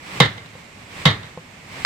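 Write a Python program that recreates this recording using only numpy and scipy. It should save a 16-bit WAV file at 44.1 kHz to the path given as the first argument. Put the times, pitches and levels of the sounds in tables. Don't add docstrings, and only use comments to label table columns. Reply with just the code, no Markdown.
import sys
import numpy as np
from scipy import signal
from scipy.fft import rfft, irfft
from scipy.io import wavfile

SR = 44100
rng = np.random.default_rng(int(sys.argv[2]) if len(sys.argv) > 2 else 0)


def generate_wav(signal):
    frames = np.transpose(np.atleast_2d(signal))
    scaled = np.clip(frames, -1, 1) * 32767
    pcm = np.round(scaled).astype(np.int16)
    wavfile.write(sys.argv[1], SR, pcm)


N = 81585
TIME_S = np.arange(N) / SR


def undb(db):
    return 10 ** (np.asarray(db) / 20)


def curve_at(points, hz):
    freqs, values = np.array(points).T
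    return np.interp(np.log(hz + 1), np.log(freqs), values)


# freq_hz, correlation
EAR_LIKENESS = [(150, 0.97), (350, 0.85), (700, 0.23), (1400, 0), (3500, 0.14), (12000, 0)]

def noise(spectrum, pan_db=0):
    hz = np.fft.rfftfreq(N, 1 / SR)
    gain = undb(curve_at(spectrum, hz))
    alike = curve_at(EAR_LIKENESS, hz)
    mid, side = rfft(rng.standard_normal((2, N)))
    ears = np.array([[1], [-1]])
    stereo = mid * np.sqrt(1 + alike) + ears * side * np.sqrt(1 - alike)
    pan = undb(ears * pan_db / 2 * hz / (hz + 1000))
    return irfft(stereo * pan * gain, N) / np.sqrt(2 * np.mean(gain ** 2))


def flutter(depth_db, rate_hz):
    return undb(depth_db * np.interp(TIME_S * rate_hz, np.arange(N), rng.standard_normal(N)))


def fade(start, rise_s, t60_s):
    age = np.maximum(TIME_S - start, 0)
    return (1 - np.exp(-age / rise_s)) * np.exp(-np.log(1000) * age / t60_s)


def ring(modes, start, rise_s=.0012):
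    out = np.zeros(N)
    for k, (hz, db, t60_s) in enumerate(modes):
        tone = np.sin(2 * np.pi * hz * (TIME_S - start))
        out += (-1) ** k * undb(db) * tone * fade(start, rise_s, t60_s)
    return out


def late(x, delay_s):
    return np.interp(TIME_S - delay_s, TIME_S, x, left=0)


# freq_hz, level_db
AIR_SPECTRUM = [(25, -18), (55, -12.5), (105, -1.5), (160, -5.5), (210, -4), (320, -13), (520, -12.5),
                (1150, -12.5), (1500, -16.5), (2200, -10), (3200, -19), (6200, -26), (8000, -25),
                (9500, -36), (13000, -38), (16000, -52)]

def outdoor_air():
    return undb(-44) * noise(AIR_SPECTRUM, pan_db=-6.5) * flutter(depth_db=1, rate_hz=13.44)


# freq_hz, level_db
SLEEVE_SPECTRUM = [(40, -3.5), (110, 8.5), (300, 0.5), (600, -2), (1100, 1.5), (1500, -2.5), (2200, 4),
                   (3300, -5), (5500, -11.5), (6500, -16.5), (8000, -12), (9500, -21.5), (16000, -28.5)]

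def sleeve_swish(hit_s):
    from_peak_s = TIME_S - (hit_s - .024)
    width_s = np.where(from_peak_s < 0, .092, .025)
    swell = np.exp(-.5 * (from_peak_s / width_s) ** 2)
    cloth = noise(SLEEVE_SPECTRUM, pan_db=-4.5) * flutter(depth_db=.5, rate_hz=51.2)
    return undb(-33) * swell * cloth


# freq_hz, level_db
CRACK_SPECTRUM = [(100, -15), (500, -5.5), (900, 2), (2000, -2.5), (3700, 4.5), (5500, -10), (8000, -14),
                  (11000, -22.5), (16000, -28)]

def contact_crack(start):
    return undb(-1.5) * noise(CRACK_SPECTRUM, pan_db=-3.5) * fade(start, rise_s=.00071, t60_s=.031)


# pitch_hz, level_db, t60_s
MALLET_MODES = [(2077, -9, 0.12), (2145, -11, 0.094), (1800, -20, 0.27), (1400, -27.5, 0.21),
                (4920, -28.5, 0.18)]
IRON_MODES = [(1745, -23, .12), (2690, -22, .07), (2992, -20, .12), (3163, -22, .17), (3288, -22, .16),
              (3635, -19, .15), (3738, -14, .19), (3834, -20, .15), (4290, -24, .1), (5850, -33, .09),
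              (7120, -34, .08)]

def tool_ring(modes, start):
    ears = []
    for db_per_khz, lag_s in [(-.45, .00003), (.3465, 0)]:
        tilted = [(hz, db + db_per_khz * hz / 1000, t60_s) for hz, db, t60_s in modes]
        ears.append(ring(tilted, start + lag_s))
    return np.array(ears)


# pitch_hz, level_db, t60_s
SEAM_MODES = [(477, -16, 0.09), (525, -17.5, 0.094), (638.5, -27, .12), (813, -13, 0.043),
              (1026, -17.5, 0.07), (1113, -15, 0.079)]

def seam_clack(start):
    return ring(SEAM_MODES, start)


# pitch_hz, level_db, t60_s
PLANK_MODES = [(105, -16, 0.25), (142.7, -4, 0.11), (191.4, -14.5, 0.081), (276.4, -33.5, 0.24)]

def hull_boom(start):
    return ring(PLANK_MODES, start, rise_s=.0043)


# freq_hz, level_db
SCATTER_SPECTRUM = [(30, -25), (75, 6), (150, 8.5), (330, -4.5), (480, -1.5), (620, -5), (1100, 2),
                    (1500, -2), (2080, 7), (2500, -10.5), (3200, -1), (3800, 2.5), (4400, -9),
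                    (5300, -17.5), (8000, -27.5), (10000, -40), (16000, -48)]

def hull_scatter(start):
    return undb(-12) * noise(SCATTER_SPECTRUM, pan_db=-4.5) * fade(start, rise_s=.0038, t60_s=.22)


# freq_hz, level_db
YARD_SPECTRUM = [(50, -1), (120, 13.5), (300, 0), (1000, -2.5), (2050, 2.5), (2600, -7.5), (3700, -6),
                 (5500, -21.5), (16000, -34.5)]

def yard_tail(start):
    return undb(-33) * noise(YARD_SPECTRUM, pan_db=-2.5) * fade(start, rise_s=.027, t60_s=.9)


# delay_s, boom_db, strike_db
ECHO_TAPS = [(.0047, -1.5, -27), (.019, -12.5, -17), (.0292, -11, -24), (.047, -17.5, -21.5),
             (.056, -49, -17.5), (.176, -37, -30)]

def echoes(boom, strike):
    out = np.zeros((2, N))
    for delay_s, boom_db, strike_db in ECHO_TAPS:
        bounce = np.array([late(strike[0], delay_s + .00034), late(strike[1], delay_s)])
        out += undb(boom_db) * late(boom, delay_s) + undb(strike_db) * bounce
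    return out


# start_s, level_db, tick_db
KNOCK_CUES = [(.459, -43, 3), (0.552, -35, -12), (1.3737, -26, -20)]
# pitch_hz, level_db, t60_s
KNOCK_MODES = [(162, -3.5, .12), (500, -1.5, .06), (690, -6, 0.022), (860, -4, 0.026), (1074, -10.5, 0.056)]

def tool_knocks():
    out = np.zeros((2, N))
    for start, level_db, tick_db in KNOCK_CUES:
        tick = undb(tick_db) * noise(CRACK_SPECTRUM) * fade(start, rise_s=.00042, t60_s=.038)
        out += undb(level_db) * (ring(KNOCK_MODES, start, rise_s=.00026) + tick)
    return out


# start_s, hull_db, mallet_db, iron_db, seam_db, crack_db, reverb_db, swish_db
BLOW_CUES = [(0.2014, 1.4, 0, -4.5, 4.5, -1.5, 4.5, 0.5), (1.054, 1.5, -6, 0, -1, -4.5, 4.5, -1.5),
             (1.8487, -1, 3, 6, -8, -2, -4, -1.5)]

def scene():
    mix = outdoor_air()
    for start, hull_db, mallet_db, iron_db, seam_db, crack_db, reverb_db, swish_db in BLOW_CUES:
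        mix += undb(swish_db) * sleeve_swish(start)
        strike = undb(crack_db) * contact_crack(start)
        strike += undb(mallet_db) * tool_ring(MALLET_MODES, start)
        strike += undb(iron_db) * tool_ring(IRON_MODES, start)
        strike += undb(seam_db) * seam_clack(start)
        boom = undb(hull_db) * hull_boom(start)
        reverb = undb(reverb_db) * (hull_scatter(start) + yard_tail(start))
        mix += strike + boom + reverb + echoes(boom, strike)
    return mix + tool_knocks()


def record(dry):
    low_cut_hz, drive_db, high_cut_hz = 24, .5, 16000
    low_cut = signal.butter(1, low_cut_hz, "high", fs=SR, output="sos")
    high_cut = signal.ellip(8, .2, 80, high_cut_hz, fs=SR, output="sos")
    driven = undb(drive_db) * signal.sosfilt(low_cut, dry)
    clipped = driven / (1 + driven ** 6) ** (1 / 6)
    return signal.sosfilt(high_cut, clipped)


dry = scene()
out = record(dry)
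generate_wav(out)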